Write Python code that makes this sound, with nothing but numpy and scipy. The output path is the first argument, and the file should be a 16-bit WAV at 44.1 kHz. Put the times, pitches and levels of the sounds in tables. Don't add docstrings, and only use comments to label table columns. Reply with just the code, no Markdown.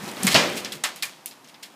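import sys
import numpy as np
from scipy import signal
from scipy.io import wavfile
from scipy.ndimage import uniform_filter1d

SR = 44100
rng = np.random.default_rng(int(sys.argv[2]) if len(sys.argv) > 2 else 0)


def inscribe(sig):
    pcm = np.round(np.clip(np.atleast_2d(sig).T, -1, 1) * 32767)
    wavfile.write(sys.argv[1], SR, pcm.astype(np.int16))


N = 77175
TIME_S = np.arange(N) / SR
EDGES_HZ = np.geomspace(22, 17500, 29)
BANDS_HZ = np.sqrt(EDGES_HZ[1:] * EDGES_HZ[:-1])

# (frequency [Hz], relative density [dB])
ENGINE_SPECTRUM = [(25, -36), (70, -25), (130, -3), (275, 4.5), (420, -3), (900, 1.5), (1400, -5),
                   (5000, -13.5), (15000, -21.5)]

# (time [s], level [dB])
SLIDE_ENVELOPE = [(0, -39), (0.09, -35.5), (0.14, -39), (0.21, -33), (0.4, -28.5), (0.8, -50.5),
                  (1.75, -70.5)]
# (frequency [Hz], relative density [dB])
RATTLE_SPECTRUM = [(30, -31), (90, -10), (190, 7), (300, 1.5), (600, -0.5), (2500, -7.5), (15000, -22)]

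# (time [s], level [dB], rise [s], pitch [Hz])
TRAY_SHUDDERS = [(0.014, -40, 0.024, 200), (0.223, -24.5, 0.028, 189), (0.28, -33, 0.016, 196),
                 (0.484, -46.5, 0.0065, 197), (0.74, -40, 0.011, 150)]
# (frequency [Hz], relative density [dB])
RUMBLE_SPECTRUM = [(30, -23), (80, -26), (135, 4.5), (215, 10.5), (310, -18)]

# (time [s], ring level [dB], rise [s],
# bass slope [dB/oct], # treble slope [dB/oct], ping level [dB], ping pitch [Hz])
CONTACTS = [ (0.075, -40, 0.006, -3.5, 0, -39, 824), (0.2323, -29.5, 0.0019, -13, -5, -17, 9160),
            (0.268, -18, 0.0011, 0, -2.5, -13, 7400), (0.2725, -30.5, 0.0037, -0.5, -1, -19.5, 2300),
            (0.302, -23, 0.022, -20, -4, -29, 4500), (0.3442, -27.5, 0.0022, 10, -1, -12.5, 4320),
            (0.362, -31, 0.0022, -8, -4, -12.5, 2680), (0.556, -30, 0.021, -42, -0.5, -37, 7800),
            (0.647, -28, 0.00085, -6, -8, -28, 5240), (0.7207, -33, 0.0033, -4, 0, -29, 4060),
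            (0.8372, -18, 0.0016, -0.5, -4, -17.5, 7850), (0.9593, -46, 0.0025, -6, 3.5, -39.5, 11100),
            (1.024, -24, 0.00027, -4, 0.5, -23.5, 3980), (1.259, -37.5, 0.00038, -48, 5.5, -26.5, 11200),
            (1.311, -47.5, 0.0027, 0.5, -10, -42.5, 4900), (1.4445, -50, 0.00055, -21, -6, -48.5, 6100),
            (1.474, -50, 0.017, -7, -3, -51, 5600), (1.5428, -51, 0.0024, -2, -20, -45, 4130),
            (1.6263, -35, 0.0049, -9, -2, -49, 4500)]
# (frequency [Hz], relative density [dB])
CONTACT_SPECTRUM = [(60, -47), (600, -11.5), (1200, -4), (2300, 2.5), (4200, 0.5), (5600, -1.5),
                    (7800, -0.5), (15000, -7.5)]
# (frequency [Hz], t60 [s])
CONTACT_DECAY = [(500, 0.56), (2500, 0.11)]
# (frequency [Hz], t60 [s])
CONTACT_TAIL_DECAY = [(800, 0.34), (4000, 0.54), (14000, 0.27)]
# (frequency [Hz], relative level [dB])
LATCH_MODES = [(598, -20.5), (757, -20.5), (860, -20), (1005, -21), (1130, -15), (1217, -22.5),
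               (1785, -13.5), (1852, -23), (2160, -22)]

# (time [s], level [dB], rise [s])
GATE_SLAMS = [(0.3445, -12.5, 0.0055)]
# (frequency [Hz], relative density [dB])
CRASH_SPECTRUM = [(30, -9), (75, -15), (135, 4), (450, -4.5), (650, -4), (900, -3), (2800, -4),
                  (5000, -5.5), (7500, -14), (15000, -41)]
# (frequency [Hz], t60 [s])
CRASH_DECAY = [(80, 0.084), (300, 0.39), (3000, 0.34)]
# (frequency [Hz], relative density [dB])
SLAM_TAIL_SPECTRUM = [(50, -55), (190, 10), (300, 4), (600, 7), (900, -2), (2400, 3.5), (5000, -2),
                      (15000, -42)]
# (frequency [Hz], t60 [s])
SLAM_TAIL_DECAY = [(80, 1.1), (200, 1.18), (10000, 0.48)]
# (frequency [Hz], relative level [dB], t60 [s])
SLAM_MODES = [(197, -20, 0.51), (357.6, -19, 1.32), (509, -22.5, 1), (557, -15, 0.57), (614, -17, 0.58),
              (2195, -24, 0.38), (2400, -14.5, 0.63), (2660, -13, 0.25), (2900, -9.5, 0.22),
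              (4500, -11, 0.14)]

# (time [s], length [s], level [dB])
HINGE_SQUEAKS = [(1.029, 0.021, -30), (1.083, 0.013, -45.5)]


def from_db(db):
    return 10 ** (np.asarray(db) / 20)


def unit_rms(x):
    return x / np.sqrt(np.mean(x ** 2, axis=-1, keepdims=True) + 1e-20)


def per_band(table):
    hz, value = np.transpose(table)
    return np.interp(np.log(BANDS_HZ), np.log(hz), value)[:, None]


def band_gains(spectrum):
    gain = from_db(per_band(spectrum)) * np.sqrt(np.diff(EDGES_HZ))[:, None]
    return gain / np.sqrt(np.sum(gain ** 2))


def noise_bands():
    white = rng.standard_normal((2, N + SR // 2))
    filters = [signal.butter(3, EDGES_HZ[k:k + 2], "band", fs=SR, output="sos")
               for k in range(len(BANDS_HZ))]
    return unit_rms(np.array([signal.sosfilt(sos, white[k % 2])[-N:] for k, sos in enumerate(filters)]))


def steel_bands():
    spans = np.maximum(3 * SR / np.diff(EDGES_HZ), SR / 200).astype(int)
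    return np.array([band / np.sqrt(uniform_filter1d(band ** 2, span) + 1e-3)
                     for band, span in zip(noise_bands(), spans)])


def blow(start_s, rise_s, t60_s):
    age_s, rise_s = TIME_S - start_s, max(rise_s, 3e-4)
    nepers = np.log(1000) * np.maximum(age_s - rise_s, 0) / t60_s
    return np.clip(age_s / rise_s, 0, 1) * np.exp(-np.minimum(nepers, 30))


def sine(hz):
    return np.sin(2 * np.pi * (hz * TIME_S + rng.random()))


def ring(modes, start_s, rise_s):
    return sum(from_db(db) * blow(start_s, rise_s, t60_s) * sine(hz) for hz, db, t60_s in modes)


def wander(span_samples):
    return unit_rms(uniform_filter1d(rng.standard_normal(N), span_samples, mode="wrap"))


def wavering_tone(hz, deviation_hz, span_samples):
    pitch_hz = hz + deviation_hz * wander(span_samples)
    return np.sqrt(2) * np.sin(2 * np.pi * np.cumsum(pitch_hz) / SR)


def engine():
    return from_db(-52.5) * (noise_bands() * band_gains(ENGINE_SPECTRUM)).sum(0)


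def gravel(stones_per_s=210, spread_db=2.5, stones_db=-9):
    envelope = from_db(np.interp(TIME_S, *np.transpose(SLIDE_ENVELOPE)))
    rattle = (noise_bands() * band_gains(RATTLE_SPECTRUM)).sum(0)
    hits = rng.random(N) < stones_per_s / SR
    strength = from_db(spread_db * np.minimum(rng.exponential(1, N), 4))
    clicks = hits * strength * rng.choice([-1, 1], N)
    pitches_hz = np.geomspace(2000, 8500, 10)
    pitch_index = rng.integers(0, len(pitches_hz), N)
    stones = np.zeros(N)
    for k, hz in enumerate(pitches_hz):
        b, a = signal.iirpeak(hz, Q=4, fs=SR)
        stones += signal.lfilter(b, a, clicks * (pitch_index == k) + 1e-18) / np.sqrt(hz) * SR
    return envelope * (rattle + from_db(stones_db) * unit_rms(stones))


def shudders(rumble_db=1, second_db=-11.5, fourth_db=-13.5):
    rumble = from_db(rumble_db) * (steel_bands() * band_gains(RUMBLE_SPECTRUM)).sum(0)
    out = np.zeros(N)
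    for start_s, db, rise_s, hz in TRAY_SHUDDERS:
        boom = sine(hz) + from_db(second_db) * sine(2 * hz) + from_db(fourth_db) * sine(4 * hz)
        out += from_db(db) * blow(start_s, rise_s, t60_s=0.14) * (rumble + np.sqrt(2) * boom)
    return out


def bass_octaves(hz, corner_hz=2440):
    return np.clip(np.log2(corner_hz / hz), 0, 2)


def clank_envelope(start_s, rise_s, echo_s=0.029, rebound_s=0.0085):
    t60_s = per_band(CONTACT_DECAY)
    direct = blow(start_s, rise_s, t60_s)
    echo = from_db(-12.5) * blow(start_s + echo_s, rise_s, t60_s)
    rebound = from_db(-1.5) * blow(start_s + rebound_s, rise_s, t60_s=0.072) * (BANDS_HZ[:, None] < 5500)
    tail = from_db(-14) * blow(start_s, rise_s, per_band(CONTACT_TAIL_DECAY))
    return np.sqrt(direct ** 2 + echo ** 2 + rebound ** 2 + tail ** 2)


def clanks(treble_corner_hz=4320, mode_t60_s=0.25, ping_width_oct=0.18, ping_t60_cycles=172):
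    steel, small_part = steel_bands(), steel_bands()
    hz = BANDS_HZ[:, None]
    treble_octaves = np.clip(np.log2(hz / treble_corner_hz), 0, 2)
    colour = band_gains(CONTACT_SPECTRUM)
    crack_noise = unit_rms((small_part * colour * np.sqrt(hz)).sum(0))
    out = np.zeros(N)
    for start_s, ring_db, rise_s, bass_db_oct, treble_db_oct, ping_db, ping_hz in CONTACTS:
        tilt = from_db(bass_octaves(hz) * bass_db_oct + treble_octaves * treble_db_oct)
        body = (steel * clank_envelope(start_s, rise_s) * colour * tilt).sum(0)
        modes = [(mode_hz, db + bass_octaves(mode_hz) * bass_db_oct, mode_t60_s)
                 for mode_hz, db in LATCH_MODES]
        out += from_db(ring_db) * (body + ring(modes, start_s, rise_s))
        ping_gains = np.exp(-(np.log2(hz / ping_hz) / ping_width_oct) ** 2 / 2)
        ping = unit_rms((small_part * ping_gains).sum(0)) * blow(start_s, 0, ping_t60_cycles / ping_hz)
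        crack = from_db(-4) * crack_noise * blow(start_s, 0, t60_s=0.0035)
        out += from_db(ping_db) * (ping + crack)
    return out


def chatter(depth_db=2, span_s=0.0013):
    return from_db(depth_db * wander(int(span_s * SR)))


def tailgate(tail_db=-7.5, frame_db=-6):
    frame_tone = wavering_tone(671.7, deviation_hz=44.3, span_samples=SR // 100)
    crash_bands = steel_bands() * band_gains(CRASH_SPECTRUM)
    tail_bands = steel_bands() * band_gains(SLAM_TAIL_SPECTRUM)
    out = np.zeros(N)
    for start_s, db, rise_s in GATE_SLAMS:
        crash = (crash_bands * blow(start_s, rise_s, per_band(CRASH_DECAY))).sum(0)
        tail = from_db(tail_db) * (tail_bands * blow(start_s, rise_s, per_band(SLAM_TAIL_DECAY))).sum(0)
        bonk = from_db(frame_db) * frame_tone * blow(start_s, rise_s, t60_s=0.15)
        out += from_db(db) * (crash + tail + bonk + ring(SLAM_MODES, start_s, rise_s))
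    return out


def hinge():
    envelope = np.zeros(N)
    for start_s, length_s, db in HINGE_SQUEAKS:
        progress = np.clip((TIME_S - start_s) / length_s, 0, 1)
        envelope += from_db(db) * np.sqrt(np.abs(np.sin(np.pi * progress)))
    return envelope * wavering_tone(2425, deviation_hz=30, span_samples=SR // 300)


def scene():
    return (tailgate() + shudders() + clanks() * chatter() + hinge() + gravel() + engine())[None, :]


def record(dry, cutoff_hz=15050):
    lowpass = signal.ellip(10, .2, 80, cutoff_hz, fs=SR, output="sos")
    return signal.sosfilt(lowpass, np.tanh(dry))


dry = scene()
out = record(dry)
inscribe(out)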